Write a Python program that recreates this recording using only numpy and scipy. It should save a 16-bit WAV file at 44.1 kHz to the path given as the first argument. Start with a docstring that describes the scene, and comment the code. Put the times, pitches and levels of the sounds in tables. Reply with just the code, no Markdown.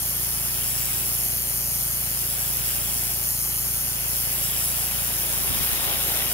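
"""Outdoors, by a patch of concrete: a pressure washer's jet hisses from the lance and splashes on the ground.
The jet is coloured noise in three layers, puffed by every pump stroke; the lance sweeps slowly from side to side,
and near the end the spray swings close. A single-cylinder petrol engine and its pump hum in sine partials,
valve chatter blurs a few of them, and gusts of low noise push at the two close microphone ports.
Each port hears the jet with a colour, likeness and phase of its own."""
import sys
import numpy as np
from scipy import signal
from scipy.fft import rfft, irfft
from scipy.io import wavfile
from scipy.ndimage import uniform_filter1d

SR = 44100
rng = np.random.default_rng(int(sys.argv[2]) if len(sys.argv) > 2 else 0)


def nominal_scale(level):
    """Amplitude ratio for a level in decibels (scalar or array-like)."""
    x = np.asarray(level, float) / 20
    return 10 ** x


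def master(y):
    """Save y as 16-bit WAV."""
    cut = np.clip(np.atleast_2d(y).T, -1, 1)
    pcm = np.round(cut * 32767)  # scale
    wavfile.write(sys.argv[1], SR, pcm.astype(np.int16))


N = 279153  # samples


def rms_one(x):
    """Scale to rms 1."""
    return x / np.sqrt(np.mean(x ** 2) + 1e-20)


def columns(rows, at, log=False):
    """Every column of a table after the first, read at the given times or (log) frequencies."""
    key, *rest = np.transpose(rows)
    warp = np.log if log else np.asarray
    return [np.interp(warp(at), warp(key), column) for column in rest]


def drift(rate_hz):
    """Random wander of rms about 1: noise drawn every 40 samples through a double one-pole low-pass."""
    pole = np.exp(-2 * np.pi * rate_hz * 40 / SR)
    noise = rng.standard_normal(N // 40 + 2002)
    slow = signal.lfilter([1], [1, -2 * pole, pole ** 2], noise)[2000:]  # skip the filter's start
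    return np.interp(np.arange(N) / 40, np.arange(len(slow)), rms_one(slow))


def turns(rate_hz):
    """Running angle of a rotation, in radians."""
    return 2 * np.pi * np.cumsum(rate_hz) / SR


# turning points of the lance: time_s, sweep_position (sweep units)
LANCE_SWEEP = [(0.0, 0.68), (0.35, 0.21), (0.82, -1.35), (1.45, 1.2), (1.95, 0.9), (2.45, -0.76),
               (2.85, -0.95), (3.42, 1.35), (4.0, 0.52), (4.58, -1.1), (5.0, -0.5), (5.7, -0.37),
               (6.2, -0.14), (6.33, -0.34)]


def sweep_at(s):
    """Position of the lance: it slows into every turning point."""
    times, places = np.transpose(LANCE_SWEEP)
    index = np.arange(len(times))
    leg = np.interp(s, times, index)
    eased = np.floor(leg) + .5 - .5 * np.cos(np.pi * (leg % 1))
    return np.interp(eased, index, places)


# the spray comes closer: time_s, closing_db (each layer takes its own share)
SPRAY_CLOSING = [(0, 0), (3.6, 0), (4.4, 1.5), (5.0, 2.5), (5.4, 4.5), (5.65, 7.5), (5.74, 7.5), (5.83, 8),
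                 (5.88, 10), (5.97, 8), (6.05, 8), (6.2, 9), (6.33, 6.5)]


def closing_at(s):
    """Nearness of the spray, as a gain in dB that the layers share in."""
    return columns(SPRAY_CLOSING, s)[0]


# the two ports: pitch_hz, likeness (0-1), left_minus_right_db,
# likeness_lost (per sweep unit beyond 0.85)
PORT_LIKENESS = [(60, 0, 9, 3), (350, 1, 1, 0.5), (650, 0.7, 2.5, 2.5), (850, 0.7, 3.5, 0.5),
                 (1090, 0.2, 5, 2), (1480, 0.5, 9, -1.5), (2000, 0.37, 6.5, 0), (2620, 0.8, 6, 0),
                 (3270, 0.36, 8, 0.5), (3620, 0.46, 6.5, -2), (3960, 0.4, 9.5, 2), (4300, 0.35, 8.5, -4),
                 (4650, 0.47, 7, -1), (5600, 0.45, 10, -0.5), (6030, 0.47, 4, -2), (6500, 0.45, 3.5, 0.5),
                 (7330, 0.17, 3, -0.5), (7945, 0.75, 2.5, 0), (9960, 0.87, -2, 3), (10600, 1, 6, -1.5),
                 (11400, 0.99, 0, -7), (12700, 0.66, -0.5, 2), (13900, 0.7, 3, 8.5),
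                 (14500, 0.96, -6, -2.5)]
# phase between the ports: pitch_hz, left_lead_rad, lead_swing_rad (per sweep unit),
# likeness_gained (per sweep unit)
PORT_LEAD = [(60, 0, 0, 0), (350, .9, 0, 0), (900, 1.2, .2, 0), (1350, 2.3, .3, 0), (1900, 1.6, .5, 0),
             (3300, 2.0, .6, 0), (3620, 2.2, 1, .2), (3960, 2.6, 1.3, .12), (4300, 3.55, .85, 0),
             (4650, 3.3, .6, 0), (5000, 3.0, .5, 0), (5500, 2.8, .7, 0), (6030, 3.55, .75, 0),
             (6370, 4.15, 1, .15), (6720, 4.3, 1.2, .2), (7100, 3.4, 2, 0), (8000, 3.1, .2, 0),
             (8600, .5, .5, 0), (9200, -3, .4, 0), (9700, -3.4, .2, 0), (10300, -6.0, 0, 0),
             (11700, -6.7, .1, 0), (13000, -9.0, .2, 0), (13800, -9.7, 0, 0), (14600, -11.6, 0, 0),
             (15300, -12.6, 0, 0)]
# colour that shifts with the sweep, as echoes off the ground move:
# pitch_hz, left_db (per sweep unit), right_db (per sweep unit)
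GROUND_COLOUR = [(600, 1.1, 1), (2000, 1.1, 1.4), (2970, 0.5, 1), (4300, 1, 0.5), (5000, 0.5, 3),
                 (5570, 1.4, -1.5), (6870, 3, 1.5), (7790, -3, 2), (8860, 5, 2.5), (9230, 2.5, -3),
                 (10100, 0, 2), (11500, 2, 1.5), (11560, 2, 2.5), (13000, 0, -1), (14750, 1.5, 3.5),
                 (16200, 0, -7)]
# hollows at the left port that slide as the jet moves: centre_hz, slide_hz (per sweep unit),
# rise_hz (per dB of closing), width_hz, depth_db, likeness_lost (share)
LEFT_HOLLOWS = [(3925, -110, 47, 280, 6, 0.23), (6970, 395, 0, 195, 1.5, .3)]


def at_ports(spectrum, patchy_db):
    """Coloured, patchy noise, partly shared by the two ports, that changes colour with the sweep; rms 1."""
    frame = 512  # samples
    near_likeness, near_under_hz = 0.069, 4000  # share of unlikeness lost per dB of closing; soft upper limit
    hz, s, (shared, own) = signal.stft(rng.standard_normal((2, N)), SR, nperseg=frame)
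    hz = np.maximum(hz, 10)[:, None]
    sweep, closing_db = sweep_at(s), closing_at(s)

    alike, lean_db, lost_at_end = columns(PORT_LIKENESS, hz, log=True)
    lead, swing, gained = columns(PORT_LEAD, hz, log=True)
    alike = np.clip(alike + gained * sweep - lost_at_end * np.maximum(sweep - .85, 0), -1, 1)
    nearness = np.clip(near_likeness * closing_db, 0, 1) / (1 + (hz / near_under_hz) ** 4)
    alike = alike + (1 - alike) * nearness

    hollow_db = 0
    for centre_hz, slide_hz, rise_hz, width_hz, depth_db, lost in LEFT_HOLLOWS:
        middle_hz = centre_hz + slide_hz * sweep + rise_hz * closing_db
        dip = np.exp(-.5 * ((hz - middle_hz) / width_hz) ** 2)
        hollow_db = hollow_db + depth_db * dip
        alike = alike * (1 - np.clip(lost, 0, 1) * dip)

    left_db, right_db = columns(GROUND_COLOUR, hz, log=True)
    patches = uniform_filter1d(rng.standard_normal(shared.shape), size=5, axis=0)
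    patches = rms_one(uniform_filter1d(patches, size=9, axis=1))
    colour_db = columns(spectrum, hz, log=True)[0] + patchy_db * patches
    left = shared * nominal_scale(colour_db + lean_db / 2 + left_db * sweep - hollow_db)
    delayed = shared * np.exp(-1j * (lead + swing * sweep + 0.18 * patches))
    right = alike * delayed + np.sqrt(1 - alike ** 2) * own
    right = right * nominal_scale(colour_db - lean_db / 2 + right_db * sweep)
    return rms_one(signal.istft(np.stack([left, right]), SR, nperseg=frame)[1][:, :N])


def throb(angle, depth_db, sharp, uneven):
    """Each pump stroke lifts the jet in a short puff of uneven strength; rms 1."""
    puff = np.cos(angle) + sharp * np.cos(2 * angle - .6) + sharp ** 2 * np.cos(3 * angle)
    strength = 0.5 + uneven * drift(35.0)  # the half makes depth_db a peak-to-trough swing
    return rms_one(nominal_scale(depth_db * puff * strength))


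# colour of the nozzle hiss: pitch_hz, relative_db (density)
HISS_COLOUR = [(3500, -28), (4600, -13), (5300, -9), (6200, -8), (7300, -6.5), (8300, -5.5), (9300, -1),
               (10000, -2), (10700, -0.5), (11700, 3), (12500, 1.5), (13500, -5), (14800, -0.5),
               (16000, -8.5)]


def hiss(stroke, sweep, closing_db):
    """Bright noise at the nozzle, sputtering slowly and quickly, throbbing with the pump."""
    level_db = -23.5 - 1.4 * sweep + 0.12 * closing_db
    sputter_db = .5 * drift(7.3) + 0.42 * drift(230.0)
    nozzle = throb(stroke - .3, depth_db=3.0, sharp=.42, uneven=.15)
    return nominal_scale(level_db + sputter_db) * nozzle * at_ports(HISS_COLOUR, patchy_db=1.02)


# colour of the splash: pitch_hz, relative_db (density)
SPLASH_COLOUR = [(900, -15), (1300, -4), (2000, -4), (2800, -1), (3400, -2), (4000, -2), (5000, -6),
                 (7000, -27.5)]


def splash(stroke, sweep, closing_db):
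    """Midrange noise where the water meets the concrete, rougher as the spray comes closer."""
    level_db = -38 - 1.5 * sweep + 0.74 * closing_db
    splatter_db = 0.1322 * closing_db * drift(60.0)
    impact = throb(stroke + .8, depth_db=1.5, sharp=.3, uneven=.5)
    return nominal_scale(level_db + splatter_db) * impact * at_ports(SPLASH_COLOUR, patchy_db=1.5)


# colour of the roar: pitch_hz, relative_db (density)
ROAR_COLOUR = [(60, -10), (120, -14), (250, -8), (350, -1), (480, -2), (600, 1), (850, 0.5), (1200, -4.5),
               (2000, -17)]


def roar(stroke, sweep, closing_db):
    """Lower noise from the water on the concrete, heaving more as the spray comes closer."""
    level_db = -42.5 - 1.5 * sweep + 0.91 * closing_db
    heave_db = (0.5 + 0.05 * closing_db) * drift(9.4)
    sheet = throb(stroke - 2.2, depth_db=2.0, sharp=.2, uneven=.4)
    return nominal_scale(level_db + heave_db) * sheet * at_ports(ROAR_COLOUR, patchy_db=0.8)


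def jet(stroke, closing_db):
    """Hiss at the nozzle, splash and roar at the concrete, all following the sweep and the pump."""
    sweep = sweep_at(np.arange(N) / SR)
    layers = [layer(stroke, sweep, closing_db) for layer in (hiss, splash, roar)]
    return sum(layers)


# where the machine stands: pitch_hz, left_minus_right_db, left_lead_rad
MACHINE_PLACE = [(56, -3, 0), (85, -3, .2), (113, -7, .8), (118, -4, .3), (141, -4, .6), (169, -1, .9),
                 (198, -3, 1.4), (230, 0, 1.2), (282, 2, 1.4), (340, 5, 1.5), (400, 4, 1.7),
                 (600, 5.5, 2.0), (800, 5, 2.0)]


def hum(angle, rate_hz, partials, waver_db, shape_rad):
    """Sine partials locked to one rotation, leaning to one port in level and phase."""
    out = np.zeros((2, N))
    for multiple, level_db in partials:
        lean_db, lead = columns(MACHINE_PLACE, multiple * np.mean(rate_hz), log=True)
        waver = waver_db * np.sqrt(multiple) * drift(4.8)  # upper partials waver more
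        size = np.sqrt(2) * nominal_scale(level_db + waver)
        # upper partials sit off the pulse by a fixed phase step of random sign
        offset = .15 * max(multiple - 5, 0) * rng.choice([-1, 1])
        for port, side in enumerate((.5, -.5)):
            phase = multiple * angle + offset + shape_rad + side * lead
            out[port] += nominal_scale(side * lean_db) * size * np.cos(phase)
    return out


# exhaust note: multiple (of the firing rate), level_db (rms, before the lean between ports)
EXHAUST_NOTE = [(1, -72), (2, -41.5), (3, -48.5), (4, -55.5), (5, -46), (6, -48.5), (7, -55.5), (8, -58),
                (9, -59), (10, -59), (11, -61.5), (12, -61), (13, -62), (14, -63), (15, -66), (17, -70),
                (18, -72), (19, -71), (20, -65), (21, -65.5), (23, -69), (24, -67), (26, -67.5),
                (28, -63.5)]
# engine speed: time_s, firing_hz
FIRING_RATE = [(0, 28.25), (1.05, 28.235), (3.05, 28.226), (3.55, 28.2), (4.05, 28.225), (4.55, 28.155),
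               (5.05, 28.17), (6.33, 28.19)]


def engine(s):
    """Exhaust note: partials of the firing rate, with a slight wander in timing."""
    firing_hz, = columns(FIRING_RATE, s)
    firing_angle = turns(firing_hz) + 2.1 + .015 * drift(4.0)
    return hum(firing_angle, firing_hz, EXHAUST_NOTE, waver_db=0.39, shape_rad=1.7)


# pump speed: time_s, stroke_hz
STROKE_RATE = [(0, 118.5), (.55, 118.54), (1.05, 118.21), (1.8, 118.29), (2.55, 118.44), (3.05, 118.26),
               (3.55, 118.3), (4.05, 118.54), (4.55, 118.24), (5.05, 118.21), (6.33, 118.0)]


def pump_strokes(s):
    """Stroke rate in Hz and running stroke angle, with a slight wander in timing."""
    stroke_hz, = columns(STROKE_RATE, s)
    return stroke_hz, turns(stroke_hz) + 4.2 + .08 * drift(3.0)


# pump hum: multiple (of the stroke rate), level_db (rms, before closing and the lean between ports)
PUMP_NOTE = [(1, -44), (2, -54), (3, -63), (4, -65)]


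def pump(stroke, stroke_hz, closing_db):
    """Partials of the stroke rate, losing 0.61 dB for each dB that the spray closes."""
    tone = hum(stroke - .9, stroke_hz, PUMP_NOTE, waver_db=.4, shape_rad=-1.2)
    return nominal_scale(-0.61 * closing_db) * tone


# valve chatter: multiple (of the stroke rate), level_db (rms, before the lean between ports)
VALVE_CHATTER = [(2, -63.5), (3, -61), (5, -57), (6, -60)]


def chatter(stroke, stroke_hz):
    """Valve chatter blurs some pump partials into narrow noise: their size and phase wander quickly."""
    waver_hz = 7.0
    out = np.zeros((2, N))
    for multiple, level_db in VALVE_CHATTER:
        lean_db, lead = columns(MACHINE_PLACE, multiple * stroke_hz[0], log=True)
        wander = drift(waver_hz) + 1j * drift(waver_hz)
        for port, side in enumerate((.5, -.5)):
            carrier = np.exp(1j * (multiple * stroke + side * lead))
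            out[port] += nominal_scale(level_db + side * lean_db) * np.real(wander * carrier)
    return out


# colour of the moving air: pitch_hz, relative_db (density)
AIR_COLOUR = [(20, -17), (40, -9), (80, 3), (170, -1), (260, -4), (350, -15), (600, -27)]
# gusts of air that the spray pushes at the ports: time_s, peak_db (before the lumpiness and lean),
# width_s (standard deviation), left_minus_right_db
AIR_GUSTS = [(1.62, -50, 0.11, -4), (1.85, -52, .012, 6), (2.61, -48, 0.016, -5), (2.92, -54, .05, -6),
             (3.33, -48, .015, 8), (4.42, -53, .05, 2), (4.95, -46, 0.041, -4), (5.1, -47, 0.022, 1),
             (5.33, -44, .02, 1), (5.42, -47, .04, -2), (5.52, -35, 0.021, -1), (5.56, -41, .01, 5),
             (5.588, -36, 0.011, -2), (5.615, -32, .01, 13), (5.665, -38, 0.013, -5), (5.73, -36, .008, -2),
             (5.83, -46, 0.073, -2), (5.95, -49, 0.025, -3), (6.11, -44, 0.017, -4), (6.29, -45, 0.036, 3)]


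def draught(closing_db):
    """Lumpy low rumble with short gusts, partly each port's own, partly pushing one while pulling the other."""
    hz = np.maximum(np.arange(N // 2 + 1) * SR / N, 10)
    colour = nominal_scale(columns(AIR_COLOUR, hz, log=True)[0])
    shared, left, right = irfft(rfft(rng.standard_normal((3, N))) * colour, N)
    air = rms_one(np.array([left, right]) + 0.9 * shared * [[1], [-1]])

    s = np.arange(N) / SR
    side = np.array([[.5], [-.5]])
    level = nominal_scale(-56.5 + 0.49 * closing_db - 4 * side)  # between gusts, leaning right
    for at, peak_db, width, lean_db in AIR_GUSTS:
        level = level + nominal_scale(peak_db + lean_db * side) * np.exp(-.5 * ((s - at) / width) ** 2)
    lumps = nominal_scale(3.1 * drift(29.0))
    return level * lumps * air


def scene():
    """Jet, pump, engine and the air that the spray moves, summed."""
    s = np.arange(N) / SR
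    closing_db = closing_at(s)
    stroke_hz, stroke = pump_strokes(s)
    machine = engine(s) + pump(stroke, stroke_hz, closing_db) + chatter(stroke, stroke_hz)
    return jet(stroke, closing_db) + machine + draught(closing_db)


# sum or difference is dropped where it lies this far under the other: pitch_hz, under_db
# (negative: it must be stronger than the other by that much to stay)
STEREO_DROP = [(2500, 14), (3600, 9), (4400, 8), (5300, 11), (6200, 8), (7000, 7.5), (8000, 4), (10000, 11),
               (11500, 1.5), (13500, 5), (15500, -1.5)]


def joint_stereo(x):
    """Band by band and frame by frame, drop the sum or the difference where it is weak beside the other."""
    hz, _, pair = signal.stft([x[0] + x[1], x[0] - x[1]], SR, nperseg=2048)
    edges = np.r_[0:320:16, 320:len(hz):32]  # in bins
    bands = np.searchsorted(edges, np.arange(len(hz)), side="right") - 1
    power = np.add.reduceat(abs(pair) ** 2, edges, axis=1)
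    power = uniform_filter1d(power, size=3, axis=2)[:, bands]
    under_db, = columns(STEREO_DROP, np.maximum(hz, 10), log=True)
    limit = nominal_scale(-2 * under_db)[:, None]  # power ratio
    kept = pair * (power > limit * power[::-1])
    total, difference = signal.istft(kept, SR, nperseg=2048)[1][:, :N]
    return np.array([total + difference, total - difference]) / 2


def roll_off(x):
    """The treble ends steeply here."""
    return signal.sosfilt(signal.butter(12, 17080, fs=SR, output="sos"), x)


def record(dry):
    """A steep low-pass at 15.72 kHz, then weak sum or difference bands are dropped."""
    low_pass = signal.ellip(12, .3, 70, 15720, fs=SR, output="sos")  # .3 dB ripple, 70 dB stop band
    mix = joint_stereo(signal.sosfilt(low_pass, dry))
    return roll_off(mix)


dry = scene()
out = record(dry)
master(out)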